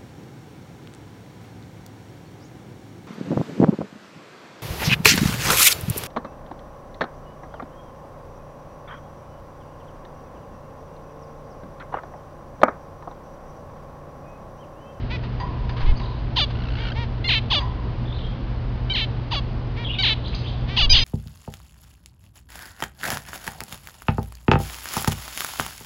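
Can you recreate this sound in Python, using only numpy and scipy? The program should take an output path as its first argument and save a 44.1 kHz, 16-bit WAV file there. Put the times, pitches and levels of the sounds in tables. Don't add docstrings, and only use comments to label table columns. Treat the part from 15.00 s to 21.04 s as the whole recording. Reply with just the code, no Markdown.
import sys
import numpy as np
from scipy import signal
from scipy.fft import rfft, irfft, next_fast_len
from scipy.io import wavfile
from scipy.ndimage import uniform_filter1d

SR = 44100
rng = np.random.default_rng(int(sys.argv[2]) if len(sys.argv) > 2 else 0)


def store_pcm(level_fs):
    pcm = np.round(np.clip(level_fs, -1, 1) * 32767).astype(np.int16)
    wavfile.write(sys.argv[1], SR, np.atleast_2d(pcm).T)


N = 266364

# freq_hz, gain_db
NASAL_THROAT = [(400, -5.5), (900, 1), (1400, -6.5), (2200, 2.5), (2800, -3.5), (3400, -1.5), (4400, -8),
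                (5300, -11)]
# freq_hz, gain_db
FRICTION_SPECTRUM = [(300, -11.5), (1000, 0.5), (2200, -2), (3800, -5.5), (5300, -12)]


def undb(db):
    return 10 ** (np.asarray(db) / 20)


def unit(x):
    return x / np.sqrt(np.mean(x ** 2) + 1e-18)


def decay(t, t60_s):
    return np.exp(-np.log(1000) * t / t60_s)


def add(track, start_s, sound):
    start = int(np.clip(start_s * SR, 0, N))
    track[start:start + len(sound)] += sound[:N - start]


def wander(size, rate_hz):
    hold = max(int(SR / rate_hz), 1)
    steps = np.repeat(rng.standard_normal(size // hold + 2), hold)
    return uniform_filter1d(steps, hold)[:size] * np.sqrt(3 / 2)


def colour(x, points, tilt_db_per_oct=0):
    size = 2 * next_fast_len(len(x) // 2 + 1024)
    octave = np.log2(np.maximum(np.fft.rfftfreq(size, 1 / SR), 10))
    hz, db = np.transpose(points)
    tilt_db = tilt_db_per_oct * np.clip(octave - np.log2(3000), -3, 1)
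    cepstrum = irfft(np.log(undb(np.interp(octave, np.log2(hz), db) + tilt_db)))
    cepstrum[1:size // 2] *= 2
    cepstrum[size // 2 + 1:] = 0
    return irfft(rfft(x, size) * np.exp(rfft(cepstrum)))[:len(x)]


def gesture(stretch, start_hz, hold_hz, glide_s, bend, sag_per_s, attack_s, length_s, release_s,
            scoop, droop, fade_db_per_s, rough, onset_rough, settle_s):
    t = np.arange(-attack_s, length_s, 1 / (SR * stretch))
    attack = np.clip(1 + t / attack_s, 0, 1)
    release = np.clip((length_s - t) / release_s, 0, 1)
    held_s = np.maximum(t, 0)
    glide = np.maximum(1 - held_s / glide_s, 0) ** bend
    hz = hold_hz * (start_hz / hold_hz) ** glide * np.exp(-sag_per_s * held_s)
    hz = hz * (1 - scoop * (1 - attack)) * (1 - droop * (1 - release) ** 2)
    onset_db = -2.5 * np.exp(-held_s / 0.0038)
    gain = attack ** 0.96 * release * undb(fade_db_per_s * held_s + onset_db)
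    return hz, gain, rough + onset_rough * np.exp(-held_s / settle_s)


def note(shape, throat, stretch, pitch_ratio, tilt_db_per_oct, jitter=0.083, waver=0.0031):
    hz, gain, rough = gesture(stretch, **shape)
    size = len(hz)
    hz = hz * pitch_ratio * (1 + jitter * rough * wander(size, 900) + waver * wander(size, 130))
    phase = 2 * np.pi * np.cumsum(hz) / SR
    buzz = np.sqrt(2) * sum(np.cos(k * phase) * (k * hz < SR / 2) for k in range(1, 16))
    hiss = 2 * rough * (1 + np.cos(phase)) * rng.standard_normal(size)
    return colour(np.pad((buzz + hiss) * gain, (0, 256)), throat, tilt_db_per_oct)


def perch(sound):
    # extra_path_m, gain_db
    reflections = [(0.242, -30), (0.616, -16.5), (1.302, -18.5)]
    direct = np.pad(sound, (0, 512))
    out = direct.copy()
    for extra_path_m, gain_db in reflections:
        lag = int(extra_path_m * rng.uniform(.7, 1.3) / 343 * SR)
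        out += undb(gain_db) * np.roll(direct, lag)
    return out


def calls(events, shape, throat, beak_q=6, beak_db=1):
    out = np.zeros(N)
    for attack_end_s, stretch, pitch_ratio, level_db, tilt_db_per_oct, beak_hz in events:
        voice = note(shape, throat, stretch, pitch_ratio, tilt_db_per_oct)
        beak = undb(beak_db) * signal.lfilter(*signal.iirpeak(beak_hz, beak_q, fs=SR), voice)
        add(out, attack_end_s - shape["attack_s"] * stretch, undb(level_db) * perch(voice + beak))
    return out


def ventilation(air_db=-27.5, drift_db=0.12):
    # freq_hz, density_db
    air_spectrum = [(12, -34), (20, -8), (43, 3.5), (133, -6.5), (173, -11.5), (229, -14), (420, -20),
                    (1050, -26), (1360, -31), (1490, -32), (2380, -36.5), (2940, -36), (3460, -39.5),
                    (4800, -42), (5400, -42.5), (7020, -85.5), (11900, -120)]
    # freq_hz, level_db, unsteadiness
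    motor_tones = [(57.4, -38, 0.78), (120, -31, 0.17), (236.2, -46, 0.19)]
    t = np.arange(N) / SR
    air = unit(colour(rng.standard_normal(N), air_spectrum)) * undb(air_db - drift_db * wander(N, 12))
    hum = np.zeros(N)
    for hz, level_db, unsteadiness in motor_tones:
        gain = undb(level_db) * np.sqrt(2) * (1 + unsteadiness * wander(N, 6.5) / 2)
        hum += gain * np.sin(2 * np.pi * hz * t + unsteadiness * wander(N, 4))
    return air + hum


def contact_calls():
    shape = dict(start_hz=437, hold_hz=492, glide_s=.04, bend=1.5, sag_per_s=0.88, attack_s=.016, length_s=0.089, release_s=0.026, scoop=.08, droop=0.33, fade_db_per_s=-5.5, rough=0.21, onset_rough=0.36, settle_s=0.0083)
    # attack_end_s, stretch, pitch_ratio, level_db, tilt_db_per_oct, beak_hz
    events = [(.108, 0.77, 1.06, -42, 0.5, 2500), (.863, 0.73, 0.92, -47, -1, 3120),
              (1.781, 1.54, 0.99, -47, 1, 3260), (1.962, 1.12, 1, -44, -0.5, 920),
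              (4.772, 1, 1.01, -46.5, -1, 2430), (5.688, 1.1, 0.83, -45, 1.2, 2990)]
    return calls(events, shape, NASAL_THROAT, beak_db=-5.5)


def cage_wires(looseness_rad=1.25, contact_s=0.0016):
    # start_s, ring_db, tilt_db_per_oct, scratch_db, scratch_t60_s
    touches = [(0.234, -62, -10, -34.5, 0.16), (.399, -30, -2.5, -37.5, 0.17),
               (0.692, -37.5, -2.5, -29, 0.071), (.765, -54, -3.5, -35.5, 0.45),
               (.803, -37, -12, -31.5, 0.23), (0.996, -36, -7, -32, 0.075), (1.5, -50, -2.5, -33.5, 0.1),
               (2.561, -37.5, -7, -46, .08), (2.602, -32, -1, -34, 0.18), (5.106, -58.5, -14, -23.5, 0.045)]
    # freq_hz, level_db, t60_s
    wire_modes = [(800, -8, .5), (975, -2.5, 0.98), (1032, -8, 0.4), (1005, -6, 1), (1048, -3, 0.76),
                  (1911, -7.5, 0.28), (2010, -20, 0.42), (3180, -17, 0.33), (4780, -1.5, 0.16)]
    out, t = np.zeros(N), np.arange(SR) / SR
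    attack = 1 - np.exp(-t / contact_s)
    for start_s, ring_db, tilt_db_per_oct, scratch_db, scratch_t60_s in touches:
        ring = np.zeros(SR)
        for hz, level_db, t60_s in wire_modes:
            gain = undb(level_db + tilt_db_per_oct * np.log2(hz / 975)) * decay(t, t60_s)
            ring += gain * np.sin(2 * np.pi * (hz * t + rng.random()) + looseness_rad * wander(SR, 90))
        scratch = unit(colour(rng.standard_normal(SR), FRICTION_SPECTRUM)) * decay(t, scratch_t60_s)
        add(out, start_s, (undb(ring_db) * ring + undb(scratch_db) * scratch) * attack)
    return out


def wings(eddies=0.67, feather_db=-28):
    # start_s, length_s, beat_hz, level_db
    flights = [(0.802, 0.2, 24.3, -11), (5.768, 0.31, 23.3, -12.5)]
    out = np.zeros(N)
    for start_s, length_s, beat_hz, level_db in flights:
        size = int(length_s * SR)
        beat = np.sin(2 * np.pi * np.cumsum(beat_hz * (1 + 0.11 * wander(size, 27))) / SR)
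        brush = unit(colour(rng.standard_normal(size), FRICTION_SPECTRUM, tilt_db_per_oct=-11))
        feathers = undb(feather_db) * np.maximum(beat, 0) ** 2 * brush
        puffs = unit(beat * (1 + eddies * wander(size, 110)) + eddies * wander(size, 40))
        add(out, start_s, undb(level_db) * np.hanning(size) * (puffs + feathers))
    return out


def far_birds(rasp=0.61):
    # start_s, length_s, start_hz, end_hz, level_db, quaver_ratio
    chirps = [(0.957, 0.034, 4450, 4850, -42, 0.032), (3.123, 0.013, 3370, 3800, -41, .005),
              (3.23, 0.035, 3130, 3310, -43.5, .005), (4.839, 0.034, 3570, 2990, -32.5, 0.011),
              (4.863, 0.023, 3470, 3250, -37, 0.013), (4.885, 0.04, 2694, 3020, -31, .008),
              (4.925, 0.04, 3460, 3670, -36, 0.033), (4.939, 0.03, 2700, 2440, -38, .03),
              (5.236, 0.057, 2900, 4690, -39.5, 0.13), (5.323, 0.051, 2890, 4490, -37, 0.21),
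              (5.43, 0.081, 2880, 3950, -40.5, 0.13)]
    out = np.zeros(N)
    for start_s, length_s, start_hz, end_hz, level_db, quaver_ratio in chirps + twitter():
        size = int(length_s * SR)
        hz = np.linspace(start_hz, end_hz, size) * (1 + quaver_ratio * wander(size, 600))
        envelope = np.sqrt(2 * np.hanning(size)) * (1 + rasp * wander(size, 900))
        add(out, start_s, undb(level_db) * envelope * np.sin(2 * np.pi * np.cumsum(hz) / SR))
    return out


def twitter(step_s=0.022, note_s=0.02, pitch_spread=.12, quaver_ratio=.035, scatter_db=2.2):
    # start_s, length_s, pitch_hz, level_db
    bouts = [(1.007, .05, 3560, -44.5), (3.05, .17, 3626, -48)]
    chirps = []
    for start_s, length_s, pitch_hz, level_db in bouts:
        for onset_s in np.arange(start_s, start_s + length_s, step_s):
            start_hz, end_hz = pitch_hz * np.exp(pitch_spread * rng.standard_normal(2))
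            note_db = level_db + scatter_db * rng.standard_normal()
            chirps.append((onset_s, note_s, start_hz, end_hz, note_db, quaver_ratio))
    return chirps


def short_calls():
    shape = dict(start_hz=1121, hold_hz=618.6, glide_s=.046, bend=1.1, sag_per_s=0.98, attack_s=.016, length_s=0.086, release_s=.018, scoop=.4, droop=.1, fade_db_per_s=-91, rough=0.041, onset_rough=1, settle_s=0.0041)
    # freq_hz, gain_db
    reedy_throat = [(300, -32), (600, -13.5), (1050, -7.5), (1600, -17.5), (2300, -13), (2900, -4.5),
                    (3500, -3.5), (4000, -11), (4600, -6), (5300, -20)]
    # attack_end_s, stretch, pitch_ratio, level_db, tilt_db_per_oct, beak_hz
    events = [(1.373, 0.95, 1, -19.5, -.5, 3580), (2.516, 1.01, 0.99, -19.5, -1, 3430),
              (4.322, .95, 0.97, -23.5, -0.5, 933), (5.778, 1.05, .99, -17.5, 2.5, 2850),
              (5.934, 0.87, 0.91, -16.5, 6.5, 3100)]
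    return calls(events, shape, reedy_throat)


def churr(start_s=1.5525, end_s=1.93, rate_hz=60.2, ramp_s=0.5475, pitch_scatter=0.045, scatter_db=1.4):
    shape = dict(start_hz=1540, hold_hz=1476, glide_s=.008, bend=0.94, sag_per_s=2, attack_s=0.0022, length_s=0.013, release_s=0.0067, scoop=0.22, droop=.05, fade_db_per_s=-1000, rough=0.48, onset_rough=.1, settle_s=0.0023)
    out = np.zeros(N)
    for onset_s in np.arange(start_s, end_s, 1 / rate_hz):
        effort = ((onset_s - start_s) / ramp_s) ** 1.6
        pitch_ratio = (0.98 + 0.05 * effort) * (1 + pitch_scatter * rng.standard_normal())
        level_db = -38.5 + 17 * effort - scatter_db * rng.standard_normal()
        chip = note(shape, NASAL_THROAT, stretch=0.88, pitch_ratio=pitch_ratio, tilt_db_per_oct=-2)
        add(out, onset_s, undb(level_db) * chip)
    return out


def two_part_calls():
    lead_shape = dict(start_hz=751, hold_hz=788.6, glide_s=0.014, bend=1.9, sag_per_s=0.97, attack_s=0.0042, length_s=0.041, release_s=.013, scoop=0.055, droop=.07, fade_db_per_s=-48.5, rough=0.04, onset_rough=0.13, settle_s=.003)
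    fall_shape = dict(start_hz=1105, hold_hz=448, glide_s=.068, bend=1.35, sag_per_s=.1, attack_s=.005, length_s=0.11, release_s=0.016, scoop=0.093, droop=0.22, fade_db_per_s=-100, rough=0.031, onset_rough=0.51, settle_s=0.0025)
    # freq_hz, gain_db
    brassy_throat = [(400, -28.5), (900, -14.5), (1350, -18), (1800, -9.5), (2250, -5), (2700, -4.5),
                     (3100, -1.5), (3500, -4.5), (4050, -1), (4500, -14), (4900, -16.5), (5300, -21)]
    # attack_end_s, stretch, pitch_ratio, level_db, tilt_db_per_oct, beak_hz
    lead_events = [(2.244, 0.89, .91, -30, 0.88, 1970), (3.900, 0.88, 1.005, -29, 1.1, 3120),
                   (4.988, 0.9, .99, -23.5, 0.5, 4470), (5.897, 0.75, 1.015, -24.5, 2.2, 4593)]
    fall_events = [(2.289, 0.99, 1, -19.5, 0.43, 2570), (3.948, 1, 1, -24.5, 1, 3000),
                   (5.034, 1.02, 0.98, -20, 0.5, 3430), (5.947, 1.05, 1.02, -23, 0.81, 3200)]
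    falls = calls(fall_events, fall_shape, brassy_throat, beak_q=5, beak_db=-3.5)
    return falls + calls(lead_events, lead_shape, brassy_throat)


def whistles():
    shape = dict(start_hz=2442, hold_hz=2466, glide_s=0.026, bend=1.1, sag_per_s=.05, attack_s=.007, length_s=.036, release_s=.006, scoop=0.027, droop=.01, fade_db_per_s=112, rough=.025, onset_rough=.03, settle_s=.003)
    # freq_hz, gain_db
    thin_throat = [(1000, -30.5), (2450, -5.5), (3500, -4), (4800, 4.5), (5400, 1)]
    # attack_end_s, stretch, pitch_ratio, level_db, tilt_db_per_oct, beak_hz
    events = [(2.277, 0.23, 0.86, -30.5, -2.1, 4300), (3.936, 0.13, 0.87, -34, -1.3, 4150),
              (5.024, 0.12, .9, -30.5, -1.1, 4340), (5.901, 1, 1, -25.5, 0.17, 4860),
              (5.982, 1.6, 1.005, -38, 0, 4900)]
    return calls(events, shape, thin_throat)


def shop_echo(x, t60_s=0.7, build_s=.008):
    t = np.arange(SR) / SR
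    tail = rng.standard_normal(SR) * decay(t, t60_s) * (1 - np.exp(-t / build_s))
    return signal.fftconvolve(x, unit(tail) / np.sqrt(SR))[:N]


def scene():
    near = short_calls() + two_part_calls() + contact_calls() + whistles() + churr() + cage_wires()
    far = far_birds()
    echo = shop_echo(undb(-26) * near + undb(-1.5) * far)
    return (near + far + echo + wings() + ventilation())[None]


def record(dry, sampling_hz=11025, band_hz=5450, top_hz=7300, fade_s=.004):
    step = round(SR / sampling_hz)
    band = signal.sosfiltfilt(signal.butter(12, band_hz, fs=SR, output="sos"), dry)
    samples = band * step * (np.arange(N) % step == 0)
    output_filter = signal.firwin(65, band_hz, window=("kaiser", 9), fs=SR)
    smooth = signal.fftconvolve(samples, output_filter[None], mode="same")
    fade_out = np.minimum(np.arange(N)[::-1] / (fade_s * SR), 1)
    return signal.sosfilt(signal.ellip(8, .2, 70, top_hz, fs=SR, output="sos"), smooth * fade_out)


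dry = scene()
out = record(dry)
store_pcm(out)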